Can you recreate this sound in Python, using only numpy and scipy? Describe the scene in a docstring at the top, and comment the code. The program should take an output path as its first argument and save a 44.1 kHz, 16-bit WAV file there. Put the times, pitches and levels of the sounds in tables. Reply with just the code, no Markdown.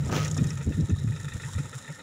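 """A dry field, where gusts buffet a phone's microphone: blunt low thumps over a wavering rumble that
dies away. A drone near 140 Hz, perhaps a pickup's engine, throbs underneath. Dry leaves hiss and crackle
in the wind over faint distant ambience. Something crunches against the phone, its lens motor ticks
quickly, and its case knocks and rattles in small scuffs. Late on comes one faint, far blip."""
import sys
import numpy as np
from scipy import signal
from scipy.fft import rfft, irfft
from scipy.io import wavfile
from scipy.ndimage import uniform_filter1d

SR = 44100
rng = np.random.default_rng(int(sys.argv[2]) if len(sys.argv) > 2 else 0)


def transcribe(signal):
    """Save signal, clipped to [-1, 1], as a 16-bit WAV file at the path in sys.argv[1]."""
    frames = np.atleast_2d(signal).T
    limited = np.clip(frames, -1, 1)
    pcm = np.round(limited * 32767).astype(np.int16)
    wavfile.write(sys.argv[1], SR, pcm)


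N = 89170

# Gusts hitting the mic. Each row: peak time in seconds, length in seconds, level in dB,
# eddy rate in Hz, roughness in dB relative to the eddies.
BUFFETS = [(0.07, 0.085, -34.5, 84.2, -8.5), (0.1, 0.013, -32, 188.7, 6.5), (0.392, 0.016, -32, 125, 0),
           (0.421, 0.016, -17, 104.2, -9), (0.495, 0.047, -32, 105, -27), (0.683, 0.029, -23, 80, -6.5),
           (0.711, 0.0095, -28, 200.9, -3), (0.804, 0.031, -20.5, 136, -11),
           (0.838, 0.021, -21.5, 85, -11.5), (0.903, 0.019, -24.5, 185, -6),
           (0.932, 0.021, -17.5, 87.4, -18.5), (1.048, 0.015, -24, 134.4, -11.5),
           (1.088, 0.038, -22.5, 111.4, -20.5), (1.357, 0.0096, -27, 98.1, -32),
           (1.568, 0.023, -23.5, 98.1, -36), (1.601, 0.019, -24.5, 125, -33)]
# Fader ride of the wind rumble. Each row: time in seconds, level in dB.
RUMBLE_RIDE = [(0, -33), (.1, -31.5), (.3, -34), (.47, -27), (.6, -37), (.78, -31), (.87, -52), (.97, -35),
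               (1.1, -36.5), (1.48, -41.5), (1.65, -40.5), (1.74, -54), (2.02, -64)]
# Bass-heavy EQ of the rumble. Each row: frequency in Hz, relative level in dB.
RUMBLE_EQ = [(20, -75), (42, -5), (65, -5), (95, 6.5), (160, 2), (250, -12.5), (400, -19), (700, -34),
             (1500, -52)]

# Fader ride of the drone. Each row: time in seconds, level in dB.
DRONE_RIDE = [(0, -26), (.07, -35), (.24, -28), (.29, -38.5), (.32, -29), (.4, -34), (.5, -33),
              (.62, -34.5), (.85, -43), (1.0, -35.5), (1.14, -32), (1.22, -69)]
# Late throbs of the drone. Each row: peak time in seconds, length in seconds, level in dB.
THROBS = [(1.261, 0.032, -31.5), (1.459, 0.025, -32), (1.764, 0.023, -33.5), (1.908, 0.025, -34.5)]

# Fader ride of the leaves. Each row: time in seconds, level in dB.
LEAF_RIDE = [(0, -52), (.4, -47.5), (.68, -53), (1.1, -54), (1.25, -50.5), (1.52, -46.5), (1.58, -48.5),
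             (1.7, -51), (2.02, -52)]
# Papery EQ of the leaves. Each row: frequency in Hz, relative level in dB.
LEAF_EQ = [(1500, 8.5), (2500, -8), (3200, 1.5), (3750, 3), (4500, -5.5), (5500, 6), (6100, 0.5),
           (6800, 10), (7400, 10.5), (8000, 0), (9300, 2), (11500, -8), (13500, -20.5), (15500, -11)]
# Swells in the leaves. Each row: peak time in seconds, length in seconds, level in dB.
RUSTLES = [(1.531, 0.011, -57), (1.664, 0.016, -52.5), (1.778, 0.019, -49.5)]
# Hollow resonances of the phone's mic and case. Each row: pitch in Hz, width in Hz, level in dB.
PHONE_MODES = [(1337, 150, -65.5), (1813, 144, -60), (3774, 400, -61.5)]

# Fader ride of the distant ambience. Each row: time in seconds, level in dB.
AMBIENCE_RIDE = [(0, -49), (1.3, -56.5), (1.65, -50)]
# Dull EQ of the ambience. Each row: frequency in Hz, relative level in dB.
AMBIENCE_EQ = [(100, 15), (260, 15), (340, 3.5), (510, 12.5), (720, -1.5), (930, 8.5), (1100, -12.5),
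               (1290, 9), (1580, -25), (1830, 5.5), (3000, -5.5), (6000, -47)]

# Fader rides of the brush's body and hiss. Each row: time in seconds, level in dB.
BODY_RIDE = [(.04, -52.5), (.1, -37.5), (.14, -27), (.165, -28.5), (.2, -37), (.25, -42.5), (.32, -50),
             (.46, -47.5), (.58, -105)]
HISS_RIDE = [(.04, -58), (.1, -57), (.125, -39.5), (.158, -31), (.205, -38.5), (.255, -40), (.3, -58),
             (.42, -53.5), (2.02, -104)]
# EQs of the same two layers. Each row: frequency in Hz, relative level in dB.
BODY_EQ = [(120, -2), (260, 4), (540, 2), (800, -6), (1000, -11), (1500, -10), (2200, -25), (5000, -50)]
HISS_EQ = [(600, -4.5), (1400, 2.5), (2600, 6.5), (4500, -2), (6000, 3.5), (7100, -1.5), (8000, -16),
           (10000, -14.5), (13500, -23), (15500, -9)]

# Quick ticks of the lens motor. Each row: start in seconds, level in dB, ring pitch in Hz.
TICKS = [(0.047, -43.5, 5700), (0.08, -45, 5700), (0.115, -39, 5860), (0.247, -30.5, 5700),
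         (0.279, -34, 5360), (.312, -29.5, 7060), (.344, -35, 5500), (0.375, -29, 5530), (.44, -35, 7100),
         (0.47, -39.5, 5600), (0.504, -34.5, 5550), (.573, -40, 7340), (0.644, -43.5, 7250),
         (0.807, -42.5, 5530), (0.895, -41.5, 6200), (.987, -44.5, 5500), (1.162, -44, 5340)]
# Bright resonances of the ticks. Each row: pitch in Hz, width in Hz, relative level in dB.
TICK_MODES = [(3340, 400, -4.5), (6560, 1650, 7.5), (9200, 670, -10)]

# Knocks and scuffs on the case. Each row: start in seconds, level in dB.
KNOCKS = [(.094, -28), (.365, -32.5), (.961, -43)]
SCUFFS = [(.25, -39), (.378, -38), (.44, -42.5), (.503, -40.5), (.571, -43.5), (.608, -43), (.72, -42),
          (.897, -43.5), (1.073, -46), (1.119, -46), (1.16, -44), (1.204, -47.5), (1.243, -43.5),
          (1.279, -41.5), (1.317, -40), (1.397, -39.5), (1.431, -39), (1.548, -48), (1.579, -39.5),
          (1.652, -46.5), (1.726, -39.5), (1.843, -46), (1.875, -44.5), (1.99, -45.5)]
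# Case resonances for knocks and scuffs. Each row: pitch in Hz, width in Hz, relative level in dB.
KNOCK_MODES = [(565, 650, 12), (875, 600, -1), (1250, 41, 10.5)]
SCUFF_MODES = [(487, 100, 2), (894, 97, -0.5), (1274, 46, 4.5), (1396, 104, 6.5), (1848, 250, 10.5),
               (2510, 290, 5.5), (3630, 370, 2)]


def undb(db):
    """Decibels to gain."""
    return 10 ** (np.asarray(db) / 20)


def unit(x):
    """Scale to rms 1."""
    return x / np.sqrt(np.mean(x ** 2))


def clock():
    """Time of each sample in seconds."""
    return np.arange(N) / SR


def fader(ride):
    """Gain gliding through points of time and level."""
    return undb(np.interp(clock(), *np.array(ride).T))


def drift(rate_hz):
    """Smooth random modulation of rms 1, rolling off above the rate."""
    freqs = np.arange(N // 2 + 1) * SR / N
    spectrum = rfft(rng.standard_normal(N)) * np.exp(-(freqs / rate_hz) ** 2)
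    return unit(irfft(spectrum * (freqs > 0), N))


def noise(eq):
    """Noise of rms 1 through an EQ curve, rolled off below its first point."""
    hz, db = np.array(eq).T
    freqs = np.arange(N // 2 + 1) * SR / N + 1
    gain = undb(np.interp(np.log(freqs), np.log(hz), db))
    low_cut = np.minimum(freqs / hz[0], 1) ** 2
    return unit(irfft(rfft(rng.standard_normal(N)) * gain * low_cut, N))


def ring(hz, width_hz):
    """Pitched noise of rms 1, run twice through a resonator of this width."""
    b, a = signal.iirpeak(hz, hz / width_hz, fs=SR)
    once = signal.lfilter(b, a, rng.standard_normal(N))
    return unit(signal.lfilter(b, a, once))


def swell(at, length_s):
    """A bell-shaped rise and fall."""
    return np.exp(-2 * ((clock() - at) / length_s) ** 2)


def running_phase(hz):
    """Phase of an oscillator following a moving pitch, from a random start."""
    return 2 * np.pi * (np.cumsum(hz) / SR + rng.random())


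def grit(grains_per_s, decay_s, share):
    """Gain of rms 1 with a share of its power in short random grains."""
    spread_db = 11
    grains = undb(-spread_db * rng.random(N)) * (rng.random(N) < grains_per_s / SR)
    power = signal.lfilter([1], [1, -np.exp(-2 / (decay_s * SR))], grains ** 2)
    return np.sqrt(1 - share + share * power / power.mean())


def transient(at, attack_s, decay_s):
    """Envelope with a quick rise, then a fade."""
    age = clock() - at
    return np.clip(age / attack_s, 0, 1) * np.exp(-np.maximum(age - attack_s, 0) / decay_s)


def wind():
    """Each buffet is a few uneven pressure swings with finer turbulence on top, over a bed of rumble."""
    wander, skew = 0.17, 0.13  # skew sharpens the pressure crests
    out = noise(RUMBLE_EQ) * fader(RUMBLE_RIDE)
    for at, length, db, eddy_hz, rough_db in BUFFETS:
        phase = running_phase(eddy_hz * np.exp(wander * drift(rate_hz=98.8)))
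        eddies = np.sqrt(2) * (np.sin(phase) - skew * np.cos(2 * phase))
        turbulence = ring(hz=232.4, width_hz=91) + undb(-14) * ring(hz=407, width_hz=102)
        out += undb(db) * swell(at, length) * (eddies + undb(rough_db) * turbulence)
    return out


def drone():
    """A wavering low tone that breaks up into separate throbs."""
    pitch_hz, wander = 143.7, 0.05
    phase = running_phase(pitch_hz * (1 + wander * drift(rate_hz=23)))
    throbs = sum(undb(db) * swell(at, length) for at, length, db in THROBS)
    return np.sqrt(2) * (fader(DRONE_RIDE) + throbs) * np.sin(phase)


def dry_leaves():
    """Leaves flutter in the wind: a flickering, crackling hiss."""
    flicker_db = 1.44
    level = fader(LEAF_RIDE) + sum(undb(db) * swell(at, length) for at, length, db in RUSTLES)
    hiss = noise(LEAF_EQ) * level * undb(flicker_db * drift(rate_hz=35))
    return hiss * grit(grains_per_s=130, decay_s=0.002, share=0.5)


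def phone_resonance():
    """Hollow, flickering resonances of the phone's microphone and case, colouring the rustle."""
    flicker_db = 4.5
    return sum(ring(hz, width) * undb(db + flicker_db * drift(rate_hz=43))
               for hz, width, db in PHONE_MODES)


def ambience():
    """The distant wash of open country, its level flickering."""
    flicker_db = 3
    return noise(AMBIENCE_EQ) * fader(AMBIENCE_RIDE) * undb(flicker_db * drift(rate_hz=22))


def brush():
    """Something crunches along the phone and rings its case: a grainy low body and a bright hiss."""
    body = noise(BODY_EQ) + undb(-7.5) * ring(hz=1266, width_hz=40)
    hiss = noise(HISS_EQ)
    crunch = grit(grains_per_s=500, decay_s=0.0016, share=0.7)
    return (body * fader(BODY_RIDE) + hiss * fader(HISS_RIDE)) * crunch


def lens_ticks():
    """The lens motor ticks crisply: shared bright resonances and a brief ring at each tick's pitch."""
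    bright = unit(sum(undb(db) * ring(hz, width) for hz, width, db in TICK_MODES))
    out = np.zeros(N)
    for at, db, hz in TICKS:
        tone = unit(bright + ring(hz, width_hz=700))
        out += undb(db) * transient(at, attack_s=0.001, decay_s=0.0042) * tone
    return out


def case_hits(hits, modes, attack_s, decay_s):
    """Gritty knocks or scuffs: each sounds the case's resonances in a slightly different balance."""
    scatter_db = 1.5
    rings = np.array([undb(db) * ring(hz, width) for hz, width, db in modes])
    rings /= np.std(rings.sum(axis=0))
    out = np.zeros(N)
    for at, db in hits:
        balance = unit(undb(scatter_db * rng.standard_normal(len(modes))))
        out += undb(db) * transient(at, attack_s, decay_s) * (balance @ rings)
    return out


def far_blip():
    """One faint, short swell of pitched noise."""
    return undb(-45.5) * swell(at=1.489, length_s=0.021) * ring(hz=965, width_hz=140)


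def scene():
    """Low end, phone noises and the background, mixed in mono."""
    low_end = wind() + drone()
    crunch = brush()
    scuffs = case_hits(SCUFFS, SCUFF_MODES, attack_s=0.0035, decay_s=0.017)
    ticks = lens_ticks()
    knocks = case_hits(KNOCKS, KNOCK_MODES, attack_s=0.0018, decay_s=0.0073)
    background = dry_leaves() + phone_resonance() + ambience() + far_blip()
    return (low_end + crunch + ticks + knocks + scuffs + background)[None]


def record(dry):
    """The phone thins the deepest bass, ducks the treble under strong buffets and cuts the top."""
    low_cut_hz, crossover_hz, high_cut_hz = 40, 500, 15550
    sidechain_hz, knee_db, smooth_s = 115, -23.5, 0.02
    thinned = signal.sosfilt(signal.butter(2, low_cut_hz, "high", fs=SR, output="sos"), dry)
    sidechain = signal.sosfiltfilt(signal.butter(2, sidechain_hz, fs=SR, output="sos"), thinned)
    drive = uniform_filter1d(sidechain ** 2, int(smooth_s * SR)) / undb(knee_db) ** 2
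    bass = signal.sosfiltfilt(signal.butter(2, crossover_hz, fs=SR, output="sos"), thinned)
    ducked_treble = (thinned - bass) / np.sqrt(1 + drive)
    high_cut = signal.ellip(10, 0.2, 80, high_cut_hz, fs=SR, output="sos")
    return signal.sosfilt(high_cut, bass + ducked_treble)


dry = scene()
out = record(dry)
transcribe(out)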